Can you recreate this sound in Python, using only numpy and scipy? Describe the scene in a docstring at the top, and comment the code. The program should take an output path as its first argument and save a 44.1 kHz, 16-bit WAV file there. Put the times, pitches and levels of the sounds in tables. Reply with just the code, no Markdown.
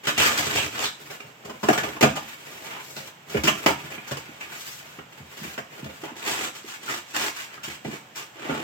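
"""A cardboard box is opened on a folding table in a small room, a few steps from a two-port microphone.
First packing tape is ripped off, its glue yielding in a chatter of snaps. From 1 s the flaps scrape by
stick-slip friction and burst free in cracks, while knocks and bumps excite the modes of box and table.
From 6 s plastic air pillows are dragged out, crinkling, and tossed aside; a last bump at 8.5 s leaves
a low rumble. Short reverberation follows every sound, over a faint steady hush."""
import sys
import numpy as np
from scipy import signal
from scipy.fft import rfft, irfft, next_fast_len
from scipy.io import wavfile
from scipy.ndimage import uniform_filter1d

SR = 44100
rng = np.random.default_rng(int(sys.argv[2]) if len(sys.argv) > 2 else 0)


def generate_wav(sig):
    """Save sig (samples, or channels by samples) to the path in sys.argv[1] as 16-bit PCM at SR."""
    pcm = np.round(np.clip(np.atleast_2d(sig).T, -1, 1) * 32767).astype(np.int16)
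    wavfile.write(sys.argv[1], SR, pcm)


N = 380583
TIME = np.arange(N) / SR
TAPS = 8192
HZ = np.fft.rfftfreq(TAPS, 1 / SR)


def amp(db):
    """Amplitude ratio of a level in decibels."""
    return 10 ** (np.asarray(db) / 20)


def unit(x):
    """Normalisation to an rms of 1."""
    return x / np.sqrt(np.mean(x ** 2) + 1e-20)


def curve(points, hz, column=1):
    """Linear interpolation of a table column over log frequency."""
    points = np.array(points)
    return np.interp(np.log(hz + 1), np.log(points[:, 0] + 1), points[:, column])


def add(mix, start_s, sound):
    """Superposition of a sound on the mix."""
    part = mix[max(0, round(start_s * SR)):][:len(sound)]
    part += sound[:len(part)]


def tint(x, gain_db):
    """Minimum-phase filter with a gain given on the HZ grid: it rings after a click, never before."""
    log_gain = np.log(amp(np.maximum(gain_db, -100)))
    mirrored = np.concatenate([log_gain, log_gain[-2:0:-1]])
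    response = np.fft.ifft(np.exp(np.conj(signal.hilbert(mirrored)))).real[:TAPS // 2]
    return signal.oaconvolve(x, response)[:len(x)]


def resonance(hz, octaves):
    """Lorentzian peak of height 1 over log frequency; octaves is its half width."""
    return 1 / (1 + (np.log2((HZ + 1) / hz) / octaves) ** 2)


def band_shares(hz):
    """Complementary crossover: mid band, drumming below 700 Hz and fizz above 3.5 kHz sum to 1."""
    low = 1 / (1 + (hz / 700) ** 6)
    high = 1 - 1 / (1 + (hz / 3500) ** 8)
    return np.array([1 - low - high, low, high])


# The two ports: (frequency [Hz], left over right [dB], coherence [0-1], left phase lead [rad])
PORT_RELATIONS = [(120, -.3, .98, .05), (300, -1.8, .95, .1), (430, -7.3, .78, .5), (530, -2.8, .2, .8),
                  (650, 4.1, .25, 1.6), (780, 3.4, .4, .2), (920, 1.2, .65, .2), (1100, -3.6, .3, 2.4),
                  (1900, -1.6, .15, 1.6), (2800, -5.8, .3, 1.3), (4200, 1, .1, 0), (6300, .2, .03, 0),
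                  (8800, 10, .01, 0), (13000, 5.7, 0, 0), (16000, 8, 0, 0)]
def ports(pair):
    """Partial coherence: two independent signals become alike in the bass and stay apart in the treble."""
    size = next_fast_len(pair.shape[1] + TAPS, True)
    hz = np.fft.rfftfreq(size, 1 / SR)
    left, other = rfft(pair, size)
    coherence = np.clip(curve(PORT_RELATIONS, hz, column=2), 0, .995)
    lag = np.exp(-1j * curve(PORT_RELATIONS, hz, column=3))
    right = (coherence * left + np.sqrt(1 - coherence ** 2) * other) * lag
    lean = amp(curve(PORT_RELATIONS, hz) / 2)
    return irfft(np.array([left * lean, right / lean]), size)[:, :pair.shape[1]]


# Spectrum of the room's hush: (frequency [Hz], level [dB])
HUSH_SPECTRUM = [(18, -65), (30, -39), (127, 8), (404, -1), (569, 4.5), (3060, 0), (4300, -10),
                 (7670, -11.5), (9460, -31), (13000, -17), (16000, -29)]
def hush(level_db=-50.5):
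    """Stationary coloured noise forms the ambient floor of the room."""
    pair = np.array([tint(side, curve(HUSH_SPECTRUM, HZ)) for side in rng.standard_normal((2, N))])
    return amp(level_db) * unit(ports(pair))


# Reverberation time of the room: (frequency [Hz], time to fall by 60 dB [s])
ROOM_T60 = [(120, 0.62), (320, 0.19), (840, 0.34), (2200, 0.36), (6000, 0.34), (15000, 0.31)]
def room(x, direct=0.35, early=2.28, early_s=0.015, echoes_per_s=3500):
    """Convolution with direct sound, early reflections from near wall and table, and a short tail."""
    size, lead = 2 * TAPS, 48
    t = TIME[:size]
    echoes = rng.standard_normal((2, size)) * (rng.random((2, size)) < echoes_per_s / SR) * (t > .001)
    hz, age, spectra = signal.stft(echoes * (1 + early * np.exp(-t / early_s)), SR, nperseg=256)
    decay = amp(-60 * age / curve(ROOM_T60, hz)[:, None])
    tail = signal.istft(spectra * decay, SR)[1][:, :size]
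    response = np.pad(tail / np.linalg.norm(tail, axis=1, keepdims=True), ((0, 0), (lead, 0)))
    response[[0, 1], [lead, lead + 19]] += direct  # reaches the left port first
    response = ports(response)
    # the room spreads the sound in time but keeps its broad colour
    power = abs(rfft(response.mean(0), 4 * TAPS)) ** 2
    colour_db = 10 * np.log10(uniform_filter1d(power, 60)[::4] + 1e-9)
    return np.array([signal.oaconvolve(x, tint(side, -colour_db))[lead:lead + N] for side in response])


def moving_paths(x, count=4, cycle_s=.13):
    """Multipath propagation: as hands and flaps move, the sound crossfades between paths in the room."""
    turn = TIME / cycle_s * count
    distances = [abs((turn - k) % count - count / 2) for k in range(count)]
    shares = [np.cos(np.pi / 2 * np.minimum(distance, 1)) for distance in distances]
    return amp(-1.55) * sum(room(x * share) for share in shares)


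# Modes of the box on its table: (frequency [Hz], bandwidth [Hz], lift [dB])
BOX_MODES = [(79, 21, 8.5), (141.5, 21, 10), (209.7, 17, 5.5), (316, 47, 6), (412.5, 53, 6.5),
             (534, 27, 4.5), (654, 23, 5), (773, 48, 2.5), (910, 44, 3.5), (1190, 67, 3.5), (1444, 67, 4)]
def box_db():
    """Modal response: the box lifts any excitation near its natural frequencies."""
    return sum(db / (1 + (2 * (HZ - hz) / width) ** 2) for hz, width, db in BOX_MODES)


# Dull bumps of the box on the table: (time [s], level [dB], pitch [Hz])
TABLE_BUMPS = [(1.689, -21.5, 327), (2.039, -29, 240), (2.05, -32.5, 95), (2.056, -31.5, 188),
               (3.349, -26, 260), (3.356, -33, 90), (3.438, -24.5, 258), (3.83, -41.5, 200),
               (4.113, -34, 181), (4.285, -46, 219), (4.983, -45, 220), (5.2, -43.5, 136),
               (5.414, -40, 171), (5.444, -39.5, 210), (5.828, -37, 185), (5.855, -42, 167),
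               (6.03, -38.5, 296), (6.114, -43, 232), (6.642, -46.5, 315), (7.675, -41.5, 270),
               (7.851, -34.5, 182), (7.877, -34.5, 214), (7.931, -40, 278), (8.495, -28.5, 230)]
def bumps(fade_s=0.0086, octaves=0.56, rms_span_s=0.034, weight_db=-8, heavy_hz=150, cutoff_hz=66):
    """A soft impact excites the low modes near its pitch; the duller it is, the more the table shakes."""
    out = np.zeros(N)
    for time, db, hz in TABLE_BUMPS:
        panel = 1 / (1 + (np.log2((HZ + 1) / hz) / octaves) ** 6)
        table = (amp(weight_db) * (heavy_hz / hz) ** 2) ** 2 / (1 + (HZ / hz) ** 6)
        radiated = (panel + table) / (1 + (cutoff_hz / (HZ + 1)) ** 18)
        push = rng.standard_normal(TAPS) * np.exp(-TIME[:TAPS] / fade_s)
        sound = tint(push, 10 * np.log10(radiated) + box_db())
        add(out, time, amp(db) * sound / np.linalg.norm(sound) * np.sqrt(rms_span_s * SR))
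    return out


# Spectrum of struck cardboard: (frequency [Hz], level [dB])
BOARD_SPECTRUM = [(24, -112), (40, -65), (81, -15), (215, 2.5), (345, -4), (402, 0), (479, -2), (663, -1),
                  (1180, -5.5), (2910, -8), (4030, -25), (7360, -29), (9690, -40.5), (13400, -37),
                  (16000, -47)]
def panel_db(hz, lift_db, octaves):
    """Filters in cascade add in decibels: the board, the box modes and one panel's resonance."""
    return curve(BOARD_SPECTRUM, HZ) + box_db() + lift_db * resonance(hz, octaves)


# Hollow knocks: (time [s], level [dB], pitch [Hz])
PANEL_KNOCKS = [(1.966, -37, 1010), (2.037, -17.5, 446), (2.166, -31.5, 890), (3.345, -22.5, 440),
                (3.979, -39, 2110), (4.988, -41.5, 1590), (7.577, -44.5, 1470), (7.848, -35, 348)]
def knocks(fade_s=.005, rms_span_s=0.025):
    """Impulsive excitation: a brief blow rings one panel near its natural frequency."""
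    out = np.zeros(N)
    for time, db, hz in PANEL_KNOCKS:
        push = rng.standard_normal(TAPS) * np.exp(-TIME[:TAPS] / fade_s)
        sound = tint(push, panel_db(hz, lift_db=13, octaves=0.35))
        add(out, time, amp(db) * sound / np.linalg.norm(sound) * np.sqrt(rms_span_s * SR))
    return out


def slips(size, per_s, spread_db, hiss):
    """Poisson process: clicks of very unequal strength, as in stick-slip, over a smooth hiss."""
    strength = amp(spread_db * np.minimum(rng.exponential(1, size), 4))
    clicks = strength * rng.choice([-1, 1], size) * (rng.random(size) < per_s / SR)
    return unit(unit(clicks) + hiss * rng.standard_normal(size))


# Pitched rasps, and the low rumble after the last bump:
# (time of peak [s], length [s], pitch [Hz], level [dB])
RASPS_AND_RUMBLE = [(0.206, 0.069, 2720, -24), (.265, 0.16, 1360, -32), (0.589, .1, 2720, -28.5),
                    (.852, 0.051, 3720, -30.5), (2.177, .06, 825, -41), (2.769, 0.093, 960, -43),
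                    (6.3, 0.13, 950, -39), (6.899, 0.043, 1310, -34), (7.501, .25, 1500, -56),
                    (8.512, 0.16, 1300, -42.5), (8.563, 0.22, 218, -41)]
def rasps_and_rumble(octaves=0.25):
    """Forced resonance: grains swell and fade at one pitch, as a strip or panel rasps or a bump rumbles."""
    out, centre_s = np.zeros(N), TAPS / SR
    for time, length, hz, db in RASPS_AND_RUMBLE:
        grains = slips(2 * TAPS, per_s=830, spread_db=3, hiss=0.092)
        ringing = tint(grains, 20 * np.log10(resonance(hz, octaves)))
        swell = np.exp(-(2 * (TIME[:2 * TAPS] - centre_s) / length) ** 2)
        add(out, time - centre_s, amp(db) * unit(ringing) * swell)
    return out


def effort(strokes, rest_db, sag_db_per_s=18.5, release_s=0.014):
    """Incoherent strokes add in power, giving three band gains; drumming and fizz are relative to mid."""
    clock = TIME[::16]
    touching = (clock > strokes[0][0]) * (clock < strokes[-1][0])  # the hand rests between strokes
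    power = np.zeros((3, len(clock))) + amp(rest_db) ** 2 * touching
    for start, rise, hold, mid, drum, fizz in strokes:
        held = np.maximum(clock - start - rise, 0)
        attack = np.clip((clock - start) / rise, 0, 1)
        release = np.exp(-np.maximum(held - hold, 0) / release_s)
        envelope = attack * amp(-sag_db_per_s * held) * release
        power += np.outer(amp([mid, mid + drum, mid + fizz]), envelope) ** 2
    return [np.interp(TIME, clock, gain) for gain in np.sqrt(power)]


def friction(gains, spectrum, grains, box_share, judder_db, judder_hz):
    """Source and filter: the hand's uneven catching modulates grains that material and box then colour."""
    catches = np.interp(TIME * judder_hz, np.arange(N // 16), rng.standard_normal(N // 16))
    rubbing = tint(grains * amp(judder_db * catches), curve(spectrum, HZ) + box_share * box_db())
    size = next_fast_len(N, True)
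    bands = irfft(rfft(rubbing, size) * band_shares(np.fft.rfftfreq(size, 1 / SR)), size)[:, :N]
    return sum(unit(band) * gain for band, gain in zip(bands, gains))


# Spectrum of rubbed cardboard: (frequency [Hz], level [dB])
FLAP_SPECTRUM = [(24, -78), (40, -46), (60, -27.5), (137, -11.5), (262, -11), (402, -12), (680, -8),
                 (918, -4.5), (990, -4), (2570, 0), (4130, -5), (7540, -6), (9450, -14.5), (12800, -9.5),
                 (16000, -21)]
# Slides over the board: (start [s], rise [s], hold [s], mid level [dB], drumming [dB], fizz [dB])
FLAP_STROKES = [(0.963, 0.081, 0.024, -47.5, 0, -2), (1.094, 0.018, 0.033, -42.5, -3.5, -4),
                (1.221, 0.047, 0.032, -54.5, 7.5, -4), (1.373, 0.12, 0.069, -53.5, 8, -5),
                (1.55, 0.12, 0.057, -47.5, -7, 1.5), (1.796, 0.023, 0.15, -44.5, 2, -6),
                (2.149, 0.13, 0.066, -43.5, -12, -5), (2.325, 0.15, 0.23, -45.0, -2.5, -3),
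                (2.634, 0.078, 0.092, -42, -8, -10.5), (2.789, 0.045, 0.24, -53, -1.5, 4.5),
                (2.944, 0.043, 0.097, -47.5, -3, -4.5), (3.258, 0.032, 0.26, -45, -1, -3.5),
                (3.52, 0.062, 0.063, -43.5, -2, -3.5), (3.772, 0.023, 0.16, -42.5, -3, -7),
                (3.969, 0.13, 0.11, -42, -7, -8.5), (4.194, 0.039, 0.15, -48.0, -4, -7.5),
                (4.376, 0.03, 0.18, -43, -8, -8), (4.478, 0.13, 0.18, -45.5, -11, 2.5),
                (4.759, 0.067, 0.15, -49.5, -6.5, -4), (5.094, 0.043, 0.13, -52, -1, -5.5),
                (5.237, 0.2, 0.1, -43.0, -6, -3.5), (5.666, 0.066, 0.069, -48.5, 0, -6.0),
                (5.817, 0.013, 0.07, -48.5, 1, -8), (5.914, 0.029, 0.11, -52, -7, -3)]
def flaps():
    """Dry sliding friction: hands and flaps scrape over cardboard, with as much hiss as clicks."""
    gains = effort(FLAP_STROKES, rest_db=-71)
    grains = slips(N, per_s=2000, spread_db=5.5, hiss=0.99)
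    return friction(gains, FLAP_SPECTRUM, grains, box_share=1.0, judder_db=3.0, judder_hz=59.86)


# Spectrum of plastic film: (frequency [Hz], level [dB])
FILM_SPECTRUM = [(24, -102), (40, -46), (140, -12.5), (176, -39), (204, -12.5), (256, -10.5), (305, -5),
                 (570, -11), (873, 0.5), (2630, 3.5), (4130, 1.5), (7540, 1.5), (9690, -9), (12800, -6),
                 (16000, -17.5)]
# Grips, drags and tosses: (start [s], rise [s], hold [s], mid level [dB], drumming [dB], fizz [dB])
PILLOW_STROKES = [(6.151, 0.019, 0.053, -42.5, -7, -4.5), (6.208, 0.084, 0.052, -31.5, -4.5, -2.5),
                  (6.343, 0.038, 0.083, -33, -3, -3.5), (6.517, 0.042, 0.024, -44, -10, -2.5),
                  (6.602, 0.076, 0.085, -45, -15, -2.5), (6.789, 0.11, 0.084, -38.0, -5, -2.5),
                  (6.882, 0.0055, 0.025, -33.5, -4, -7.0), (7.048, 0.047, 0.045, -47.5, -11.5, -1.5),
                  (7.137, 0.0096, 0.135, -30, -6.5, -4), (7.327, 0.036, 0.081, -40.5, -14.5, -3.5),
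                  (7.459, 0.06, 0.035, -47.0, -10, -7.5), (7.612, 0.052, 0.082, -42.0, -9.5, -5),
                  (7.822, 0.079, 0.065, -43.5, -1, -5.5), (8.14, 0.024, 0.062, -41.5, -6.5, -4.5),
                  (8.322, 0.1, 0.1, -42, -2, -11), (8.43, 0.065, 0.14, -38, 4.5, -9)]
def pillows():
    """Friction on a membrane: thin inflated film rubs along the box walls and crinkles."""
    gains = effort(PILLOW_STROKES, rest_db=-67)
    grains = slips(N, per_s=1900, spread_db=6, hiss=0.48)
    return friction(gains, FILM_SPECTRUM, grains, box_share=.45, judder_db=1.1, judder_hz=140)


# Spectrum of peeling tape: (frequency [Hz], level [dB])
TAPE_SPECTRUM = [(24, -71), (40, -39), (63, -23), (99, -3.5), (171, -9), (297, -1), (354, -8.5), (412, -1),
                 (479, -5), (3060, -4), (4130, -9.5), (7730, -12), (9690, -23.5), (12800, -19),
                 (16000, -32)]
# Tugs on the tape: (start [s], rise [s], hold [s], mid level [dB], drumming [dB], fizz [dB])
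TAPE_STROKES = [(0.033, 0.0023, 0.022, -40, -19, -7), (0.067, 0.0039, 0.019, -25.5, -6, -5.5),
                (0.175, 0.0061, 0.1, -23, -6, -2), (0.28, 0.021, 0.36, -29.5, -4, -4),
                (0.372, 0.002, 0.0033, -24.5, -15, 1.5), (0.525, 0.034, 0.016, -27.5, -1.5, -1.5),
                (0.722, 0.004, 0.03, -36.5, -5.5, -6), (0.753, 0.048, 0.065, -30.5, -7.5, -3)]
def tape():
    """Stick-slip peeling: the glue lets go in a fast chatter of snaps."""
    gains = effort(TAPE_STROKES, rest_db=-47.5)
    grains = slips(N, per_s=1600, spread_db=4.5, hiss=0.21)
    return friction(gains, TAPE_SPECTRUM, grains, box_share=.5, judder_db=1.8, judder_hz=300)


# Tape and board giving way:
# (time [s], mid level [dB], drumming re mid [dB], fizz re mid [dB], decay time [s], panel pitch [Hz])
FRACTURES = [(1.201, -44.5, -6.5, 0, .006, 2470), (1.45, -47.5, 4, 3, 0.0085, 477),
             (1.496, -41.5, 0, -6, 0.0058, 1070), (1.631, -30.5, 2.5, -7.5, 0.027, 1040),
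             (1.686, -21, 4, -7.5, 0.01, 660), (1.729, -28.5, -4.5, -2.5, 0.011, 1360),
             (1.776, -28, -6, -2, 0.016, 1630), (1.834, -32.5, -1.5, -4, 0.017, 490),
             (2.0092, -26, -2.5, -0.5, 0.0046, 800), (2.026, -18, 2.5, -4, .007, 1210),
             (2.156, -32.5, -10, -2.5, 0.024, 830), (2.962, -42.5, -1, 6, 0.032, 4100),
             (3.297, -47.5, -18, 5, 0.0049, 460), (3.37, -33.5, -1, -7, 0.0068, 530),
             (3.436, -28, -18, 3, 0.027, 347), (3.4732, -20.5, -5.5, 1.5, .007, 2940),
             (3.6614, -18.5, -2, -4, 0.025, 830), (4.075, -44, -10, 3, 0.022, 1450),
             (4.111, -33, -8, -3, 0.0086, 570), (4.17, -42, -3, 4, .01, 513),
             (4.408, -42.5, -17, 1, 0.01, 2920), (5.578, -36, -1.5, -4.5, 0.011, 1840),
             (5.843, -55.5, -3, 10.5, .002, 4000), (6.036, -36.5, -7, -8, .058, 960),
             (7.633, -41, -12, 9.5, 0.016, 3000), (7.846, -46.5, -1, -1, 0.014, 910),
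             (8.157, -43, -11, 7.5, 0.031, 343), (8.493, -34, 2, -19, 0.016, 1394)]
def cracks(rms_span_s=0.04, snap=0.3):
    """Fracture: a first snap sets off a short avalanche of breaking fibres that drums on one panel."""
    out, shares = np.zeros(N), band_shares(HZ)
    for time, mid, drum, fizz, fade_s, panel_hz in FRACTURES:
        decay = np.exp(-(TIME[:TAPS] / fade_s) ** 1.22)
        burst = slips(TAPS, per_s=1600, spread_db=4.0, hiss=0.23) * decay
        burst[0] += snap * np.linalg.norm(burst)
        colour_db = panel_db(panel_hz, lift_db=8, octaves=0.18)
        band_energy = 2 / TAPS * shares @ abs(rfft(burst) * amp(colour_db)) ** 2
        band_db = 10 * np.log10(band_energy / (rms_span_s * SR))
        gain_db = np.array([mid, mid + drum, mid + fizz]) - band_db
        add(out, time, tint(burst, colour_db + gain_db @ shares))
    return out


def scene():
    """Superposition: all handling happens at the box and reaches the microphone through the same room."""
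    handling = tape() + flaps() + pillows() + cracks() + knocks() + rasps_and_rumble() + bumps()
    return moving_paths(handling) + hush()


# Response of the microphone ducts, a notch in a rising treble: (frequency [Hz], gain [dB])
DUCT_RESPONSE = [(6500, .5), (8000, 3.5), (9200, -3), (10500, -1), (12500, 2), (14500, 5), (16000, 9)]
def record(dry, ceiling=0.67, edge_hz=16200):
    """Transduction: duct colour, soft saturation on the hardest cracks, then the band limit."""
    coloured = np.array([tint(side, curve(DUCT_RESPONSE, HZ)) for side in dry])
    saturated = coloured / (1 + (coloured / ceiling) ** 4) ** .25
    lowpass = signal.firwin(511, edge_hz, window=("kaiser", 9), fs=SR)
    return signal.oaconvolve(saturated, lowpass[None], "same")


dry = scene()
out = record(dry)
generate_wav(out)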